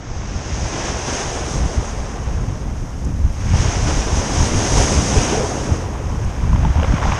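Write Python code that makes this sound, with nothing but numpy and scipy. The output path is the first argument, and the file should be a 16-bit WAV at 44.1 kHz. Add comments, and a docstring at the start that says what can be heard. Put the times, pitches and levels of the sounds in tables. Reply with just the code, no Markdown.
"""Wind rumbles on a microphone port as a small wave, then a larger one, breaks on a steep pebble beach.
Each breaker thuds, splashes, throws hissing spray and drives under clouds of air that gurgle by bubble
resonance; the last backwash rolls stones that knock together. Turbulent gusts thump on the port,
whose cavity resonates near 6 kHz. The sound is mono."""
import sys
import numpy as np
from scipy import signal
from scipy.fft import rfft, irfft, next_fast_len
from scipy.io import wavfile
from scipy.ndimage import uniform_filter1d

SR = 44100
rng = np.random.default_rng(int(sys.argv[2]) if len(sys.argv) > 2 else 0)


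def int16_out(signal):
    """Quantize to a 16-bit WAV file."""
    q = np.round(np.clip(np.atleast_2d(signal).T, -1, 1) * 32767)
    wavfile.write(sys.argv[1], SR, q.astype(np.int16))


N = 317079

# stones rolled by the water: (time [s], rattle level [dB])
ROLLING = [(0, -53), (0.9, -43.5), (1.8, -45), (2.4, -46), (3.2, -57.5), (3.55, -44), (4.5, -39),
           (5.3, -41.5), (6.1, -45.5), (6.55, -42.5), (6.85, -37.5), (7.08, -32.5)]
# the treble, opening with the first wave: (time [s], hiss level [dB], spray treble gain [dB])
TREBLE = [(0, -90, -28), (.6, -74, -6.5), (1.4, -62, 2.5), (2.5, -58.5, 2), (3.4, -55, -2.5), (4.7, -56, 4),
          (5.8, -55.5, 3.5), (7.19, -54.5, -5)]


def from_db(db):
    """Decibels to amplitude ratio."""
    return 10 ** (np.asarray(db) / 20)


def rms_one(x):
    """Normalisation to rms 1."""
    return x / np.sqrt(np.mean(x ** 2) + 1e-20)


def in_time(rows):
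    """Linear interpolation of each column of a time table at every sample."""
    times, *columns = np.transpose(rows)
    return [np.interp(np.arange(N) / SR, times, column) for column in columns]


def add(out, s, sound):
    """Superposition of a short sound at time s."""
    at = int(np.clip(round(s * SR), 0, N - 1))
    out[at:at + len(sound)] += sound[:N - at]


def bell(x):
    """A Gaussian swell of height 1 around zero."""
    return np.exp(-np.minimum(x ** 2, 20))


def drift(corner_hz):
    """Slow random fluctuation of rms 1: noise twice through a one-pole low-pass."""
    step, settle = 40, 2000
    r = np.exp(-2 * np.pi * corner_hz * step / SR)
    noise = rng.standard_normal(N // step + settle + 2)
    slow = signal.lfilter([1], [1, -2 * r, r * r], noise)[settle:]
    return np.interp(np.arange(N) / step, np.arange(len(slow)), rms_one(slow))


def colour(x, spectrum):
    """Spectral shaping to rms 1, falling 12 dB per octave beyond the ends of the table."""
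    size = next_fast_len(N)
    hz, db = np.transpose(spectrum)
    bins = np.maximum(np.arange(size // 2 + 1) * SR / size, 1)
    gain = from_db(np.interp(np.log(bins), np.log(hz), db))
    skirts = np.minimum(bins / hz[0], 1) ** 2 * np.minimum(hz[-1] / bins, 1) ** 2
    return rms_one(irfft(rfft(x, size) * gain * skirts, size)[:N])


def brighten(x, corner_hz, db):
    """A shelving filter whose gain above the corner varies in time."""
    low = signal.sosfiltfilt(signal.butter(3, corner_hz, fs=SR, output="sos"), x, padtype=None)
    return low + from_db(db) * (x - low)


def ring(clicks, hz, cycles):
    """A damped oscillator: each impulse starts a sine that falls 60 dB in so many cycles."""
    w = 2 * np.pi * hz / SR
    r = from_db(-60 * hz / (cycles * SR))
    return signal.lfilter([0, r * np.sin(w)], [1, -2 * r * np.cos(w), r * r], clicks + 1e-18)


def grains(per_s, low_hz, high_hz, cycles, spread_db, pitches=24):
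    """A Poisson process of bubbles or contacts, uneven in size, each ringing at one pitch; rms 1."""
    born = np.flatnonzero(rng.random(N) < per_s / SR)
    sizes = from_db(spread_db * np.minimum(rng.exponential(1, N), 4)) * rng.choice([-1, 1], N)
    pitch_index, out = rng.integers(0, pitches, N), np.zeros(N)
    for k, hz in enumerate(np.geomspace(low_hz, high_hz, pitches)):
        clicks, onsets = np.zeros(N), born[pitch_index[born] == k]
        clicks[onsets] = sizes[onsets]
        out += hz * ring(clicks, hz, cycles)
    return rms_one(out)


def hiss():
    """Broadband noise lays a faint sheen over the treble."""
    spectrum = [(3000, 2), (9000, 3.5), (12000, -5.5), (14500, -8)]  # fine hiss: (frequency [Hz], spectral level [dB])
    hiss_db, _ = in_time(TREBLE)
    return from_db(hiss_db) * colour(rng.standard_normal(N), spectrum)


def gusting(flutter_db=2.5, gust_db=-1.8, gust_width=0.34, lull_db=-5):
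    """Wind level in dB: the powers of breeze and gusts add, and each gust leaves a short lull."""
    breeze = [(0, -28.5), (0.5, -24), (1.25, -27.5), (1.7, -22.5), (2.05, -24), (2.45, -21.5), (2.8, -24),
              (3.1, -19.5), (3.55, -20), (4.1, -17.5), (4.5, -23), (5.0, -21), (5.45, -24.5), (6.0, -24),
              (6.62, -18), (7.19, -20.5)]  # breeze on the port: (time [s], level [dB])
    gusts = [(0.354, -21, 0.064), (0.635, -19.5, .065), (1.435, -21, 0.047), (1.616, -13.5, 0.13),
             (1.792, -17, 0.06), (3.255, -14, 0.081), (3.543, -11.5, 0.15), (3.663, -15.5, 0.074),
             (3.86, -17, 0.095), (3.982, -13, 0.061), (4.18, -21, 0.11), (4.414, -11, 0.091),
             (4.553, -9, 0.086), (4.787, -15, 0.14), (4.98, -9, .06), (5.188, -10, 0.06),
             (5.726, -18, 0.091), (6.154, -17.5, 0.15), (6.258, -14.5, 0.085), (6.54, -11.5, 0.13),
             (6.66, -10.5, 0.069), (6.804, -14, 0.085), (6.91, -13, 0.091), (7.09, -18, 0.16)]  # short gusts: (crest time [s], relative level [dB], time to the lull [s])
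    breeze_db, = in_time(breeze)
    t, gust_power = np.arange(N) / SR, 0
    for s, db, length_s in gusts:
        age = (t - s) / length_s
        gust_power += from_db(db + gust_db) ** 2 * bell(age / gust_width)
        breeze_db += lull_db * bell((age - 1) / gust_width)
    breeze_power = from_db(breeze_db + flutter_db * drift(corner_hz=9)) ** 2
    return 10 * np.log10(gust_power + breeze_power)


def buffets(cycles=3.3, rise_s=0.0033):
    """Single eddies strike the port as heavily damped pressure oscillations."""
    eddies = [(1.776, 2.5, 75), (3.243, 6, 79), (3.537, 8, 95), (3.682, 3, 87.5), (3.978, -2, 60),
              (5.169, -7.5, 45), (5.719, 6, 82.6), (6.527, 3, 50), (6.654, 4, 152), (6.701, 4, 70),
              (6.784, 4, 71), (6.88, 3, 60), (6.938, 8.5, 146)]  # eddy impacts: (time [s], level [dB], frequency [Hz])
    out, t = np.zeros(N), np.arange(SR // 5) / SR
    for s, db, hz in eddies:
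        add(out, s, from_db(db) * ring(t == 0, hz, cycles) * (1 - np.exp(-t / rise_s)))
    # the microphone passes no steady pressure
    return signal.sosfilt(signal.butter(1, 22, "high", fs=SR, output="sos"), out)


def wind(steadiness=0.25, eddy_s=0.068, brightening=0.051, flap_db=-16, ceiling=0.72):
    """Turbulent pressure fluctuations rumble on the port at the strength of the gust."""
    large_eddies = [(12, -12), (25, -5), (40, -0.5), (65, 0.5), (100, -4.5), (150, -10.5), (220, -17.5),
                    (300, -22.5), (400, -39.5), (1200, -44)]  # slow turbulence: (frequency [Hz], spectral level [dB])
    small_eddies = [(90, -2.5), (160, 4.5), (240, -3.5), (380, -22), (900, -19)]  # fast turbulence: (frequency [Hz], spectral level [dB])
    rumble_db = gusting()
    rumble = colour(rng.standard_normal(N), large_eddies)
    # chance swells are partly evened out, so that the gust sets the strength
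    power = uniform_filter1d(rumble ** 2, int(eddy_s * SR)) + 1e-6
    rumble = rms_one(rumble / power ** (steadiness / 2))
    # small eddies ride on the large ones, the more so in a strong gust
    flap = rms_one(colour(rng.standard_normal(N), small_eddies) * np.abs(rumble))
    flap *= from_db(flap_db + brightening * (rumble_db - rumble_db.mean()))
    pressure = from_db(rumble_db) * (rumble + flap) + buffets()
    return pressure / (1 + (pressure / ceiling) ** 4) ** (1 / 4)  # saturation rounds the hardest thumps


def rolling_stones():
    """Tumbling stones rattle by sparse, heavily damped impacts."""
    spectrum = [(450, -23), (700, -20), (1000, 8.5), (1400, 0.5), (2200, -11), (3300, -22), (4500, -13),
                (9000, -38)]  # stone contacts: (frequency [Hz], spectral level [dB])
    rattle_db, = in_time(ROLLING)
    return from_db(rattle_db) * colour(grains(260, 544, 3650, cycles=2.7, spread_db=2.5), spectrum)


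def knocking_stones(clack_db=-4, clack_s=0.0016, tick_s=0.0024, tick_dull_hz=5000):
    """Wet stones clack and excite cavity resonance in the gaps between them; dry ones only tick."""
    # knocks in the backwash: (time [s], level [dB], frequency [Hz], ring length [cycles])
    knocks = [(6.531, -16.5, 1020, 26), (6.56, -14.5, 939, 15), (6.632, -19, 704, 26), (6.65, -13, 890, 42),
              (6.757, -15, 700, 8), (6.773, -13, 905, 18), (6.799, -10.5, 956, 6.8), (6.828, -14, 540, 14),
              (6.832, -7.5, 1400, 4.3), (6.843, -14.5, 534, 23), (6.846, -10, 1140, 9.8),
              (6.924, -13, 1560, 5.8), (6.982, -11, 1040, 13), (7.028, -11.5, 1080, 16),
              (7.055, -11.5, 826, 23), (7.121, -8, 1020, 13)]
    ticks = [(2.81, -41), (3.032, -40), (3.046, -31), (3.05, -25), (3.074, -38), (3.327, -32), (6.213, -35),
             (6.247, -28)]  # dry pebbles close by: (time [s], level [dB])
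    out, t = np.zeros(N), np.arange(SR // 12) / SR
    clack_band = signal.butter(5, [700, 3300], "band", fs=SR, output="sos")
    tick_band = np.vstack([signal.butter(6, [4800, 10500], "band", fs=SR, output="sos"),
                           signal.butter(1, tick_dull_hz, fs=SR, output="sos")])
    for s, db, hz, cycles in knocks:
        clack = signal.sosfilt(clack_band, rng.standard_normal(len(t)) * np.exp(-t / clack_s))
        add(out, s, from_db(db) * (ring(t == 0, hz, cycles) + from_db(clack_db) * clack))
    for s, db in ticks:
        tick = signal.sosfilt(tick_band, rng.standard_normal(len(t)) * np.exp(-t / tick_s))
        add(out, s, from_db(db) * tick)
    return out


def trickle(gain_db=1):
    """Water drains between the rolling stones in many brief resonances."""
    spectrum = [(900, -7), (1400, 2.5), (2100, -.5), (3100, -4), (4000, -9), (6000, -16)]  # draining water: (frequency [Hz], spectral level [dB])
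    rattle_db, = in_time(ROLLING)
    bubbles = grains(1500, 1080, 4640, cycles=5.6, spread_db=1.5)
    return from_db(rattle_db + gain_db) * colour(bubbles, spectrum)


def gulps(cycles=36, rise=0.028, attack_s=0.0025):
    """Bubble resonance: a big air pocket rings, its pitch climbing as it nears the surface."""
    pockets = [(5.16, -12, 422), (5.325, -9.5, 420), (5.35, -9.5, 734), (5.372, -9.5, 446),
               (5.405, -12.5, 504), (5.432, -9.5, 414), (5.514, -12.5, 712)]  # air in the collapsing breaker: (time [s], level [dB], starting pitch [Hz])
    out, t = np.zeros(N), np.arange(SR // 5) / SR
    for s, db, hz in pockets:
        age = t * hz / cycles
        note = np.sin(2 * np.pi * hz * t * (1 + rise * age)) * np.exp(-np.log(1000) * age)
        add(out, s, from_db(db) * note * (1 - np.exp(-t / attack_s)))
    return out


def water(near_grains, spectrum, blur_db, flutter_db, flutter_hz):
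    """Countless far grains sum to noise behind the near ones; tumbling modulates the amplitude."""
    mix = near_grains + from_db(blur_db) * rng.standard_normal(N)
    return rms_one(colour(mix, spectrum) * from_db(flutter_db * drift(flutter_hz)))


def follow(vigour, crests, db, exponent, crest_db, lag_s=0):
    """A power law turns vigour, after any first-order lag, into gain; toppling crests act at once."""
    if lag_s:
        r = np.exp(-1 / (lag_s * SR))
        vigour, _ = signal.lfilter([1 - r], [1, -r], vigour, zi=[r * vigour[0]])
    return from_db(db) * np.hypot(vigour, from_db(crest_db) * crests) ** exponent


def spray(vigour, crests):
    """The finest drops fizz through the shingle as dense, high-pitched impacts."""
    spectrum = [(2200, -8.5), (3800, 1), (5000, 1), (6500, -0.5), (7600, -4), (9000, -8), (10000, -17),
                (10900, -17), (12000, -35), (14500, -62)]  # fine drops: (frequency [Hz], spectral level [dB])
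    _, treble_db = in_time(TREBLE)
    drops = grains(4000, 3540, 13800, cycles=7, spread_db=2.5)
    fizz = water(drops, spectrum, blur_db=6.5, flutter_db=0.92, flutter_hz=7)
    gain = follow(vigour, crests, db=-34, exponent=1.0, crest_db=-2.5)
    return gain * brighten(fizz, corner_hz=8300, db=treble_db)


def splash(vigour, crests, sharpening=0.27):
    """Drop impacts: a harder splash tears the water into finer drops and so sounds brighter."""
    spectrum = [(700, -10), (1200, -2), (1600, 0.5), (2200, -1.5), (3100, -3), (4000, -9), (5500, -14),
                (9000, -44)]  # falling drops: (frequency [Hz], spectral level [dB])
    drops = grains(2200, 1105, 4900, cycles=9.8, spread_db=1.0)
    patter = water(drops, spectrum, blur_db=8.5, flutter_db=0.5, flutter_hz=10)
    gain = follow(vigour, crests, db=-33.5, exponent=0.7, crest_db=4)
    return gain * brighten(patter, corner_hz=2300, db=sharpening * 20 * np.log10(vigour))


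def wash(vigour, crests, drain_db=5.5):
    """Churning water: the breaking wave and the flow through the rolling stones add in power."""
    spectrum = [(350, 0), (550, -2), (750, 1), (980, -1), (1250, -7), (1700, -16), (3500, -29)]  # churning water: (frequency [Hz], spectral level [dB])
    rattle_db, = in_time(ROLLING)
    bubbles = grains(1100, 497, 1670, cycles=9.4, spread_db=1.0)
    churn = water(bubbles, spectrum, blur_db=4.5, flutter_db=0.3, flutter_hz=11)
    gain = follow(vigour, crests, db=-30.5, exponent=0.79, crest_db=2, lag_s=0.18)
    return np.hypot(gain, from_db(rattle_db + drain_db)) * churn


def bubble_cloud(vigour, crests, thud_db, entrained_db=-2.5):
    """Entrained air gurgles by bubble resonance; a heavy plunge drives more of it under."""
    spectrum = [(100, -43), (180, -5.5), (280, 1.5), (430, 0), (580, -3), (800, -13.5), (1400, -40)]  # submerged air: (frequency [Hz], spectral level [dB])
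    bubbles = grains(700, 198.7, 781, cycles=23.0, spread_db=2.0)
    gurgle = water(bubbles, spectrum, blur_db=-3.5, flutter_db=0.54, flutter_hz=39)
    gain = follow(vigour, crests, db=-32, exponent=0.72, crest_db=2, lag_s=0.34)
    return np.hypot(gain, from_db(thud_db + entrained_db)) * gurgle


def toppling(rise_s=0.02, fall_s=0.035):
    """The envelope of falling crests: each swells quickly, holds and decays exponentially."""
    crests = [(0.715, -4.5, 0.17), (1.06, -0.5, 0.14), (3.53, -2.5, 0.22), (3.86, 1, 0.032),
              (4.75, 4.5, .06), (5.15, -1.5, .19)]  # crests that topple at once: (time [s], vigour [dB], hold [s])
    out, t = np.zeros(N), np.arange(SR) / SR
    for s, db, hold_s in crests:
        decay = np.exp(-np.maximum(t - rise_s - hold_s, 0) / fall_s)
        add(out, s, from_db(db) * np.minimum(t / rise_s, 1) * decay)
    return out


def surf():
    """A breaking wave gives up its energy to a low impact thud, bubbles and drops."""
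    breaking = [(0, -16), (0.3, -9), (0.75, -2), (1.22, -0.5), (1.7, -6), (2.2, -13.5), (2.85, -19),
                (3.32, -16.5), (3.53, -3), (4.1, 0), (4.5, 3), (4.85, 4), (5.3, 3), (5.48, -3.5),
                (5.74, -6.5), (5.92, -17), (6.75, -13.5), (7.19, -6)]  # how hard the water breaks: (time [s], vigour [dB])
    plunge = [(0, -45), (.4, -34), (1.15, -35.5), (1.6, -36), (3.4, -42), (3.9, -31.5), (4.2, -30.5),
              (4.6, -24.5), (5.2, -23.5), (5.6, -27.5), (6.2, -38.5), (7.19, -46.5)]  # the breaker's weight falling on the beach: (time [s], level [dB])
    thud_spectrum = [(70, -3), (120, 2.5), (150, -3.5), (200, -0.5), (270, -9), (400, -25)]  # its impact: (frequency [Hz], spectral level [dB])
    vigour_db, = in_time(breaking)
    thud_db, = in_time(plunge)
    vigour, crests = from_db(vigour_db), toppling()
    thud = from_db(thud_db) * colour(rng.standard_normal(N), thud_spectrum)
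    return (thud + bubble_cloud(vigour, crests, thud_db) + wash(vigour, crests)
            + splash(vigour, crests) + spray(vigour, crests))


def scene():
    """Superposition of hiss, sea, stones and wind, the same in both ears."""
    mono = hiss() + surf() + trickle() + gulps() + knocking_stones() + rolling_stones() + wind()
    return np.stack([mono, mono])


def record(dry, stopband_hz=15200):
    """Cavity resonance in the port colours the treble; a steep low-pass cuts the top."""
    port = [(4280, 1010, -6), (5170, 910, 4), (5910, 980, 7.5), (6507, 395, 8)]  # the cavity's dip and peaks: (frequency [Hz], width [Hz], gain [dB])
    for hz, width_hz, db in port:
        w, half_width, g = 2 * np.pi * hz / SR, np.pi * width_hz / SR, from_db(db / 2)
        numerator = [1 + half_width * g, -2 * np.cos(w), 1 - half_width * g]
        denominator = [1 + half_width / g, -2 * np.cos(w), 1 - half_width / g]
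        dry = signal.lfilter(numerator, denominator, dry)
    return signal.sosfilt(signal.cheby2(14, 70, stopband_hz, fs=SR, output="sos"), dry)


dry = scene()
out = record(dry)
int16_out(out)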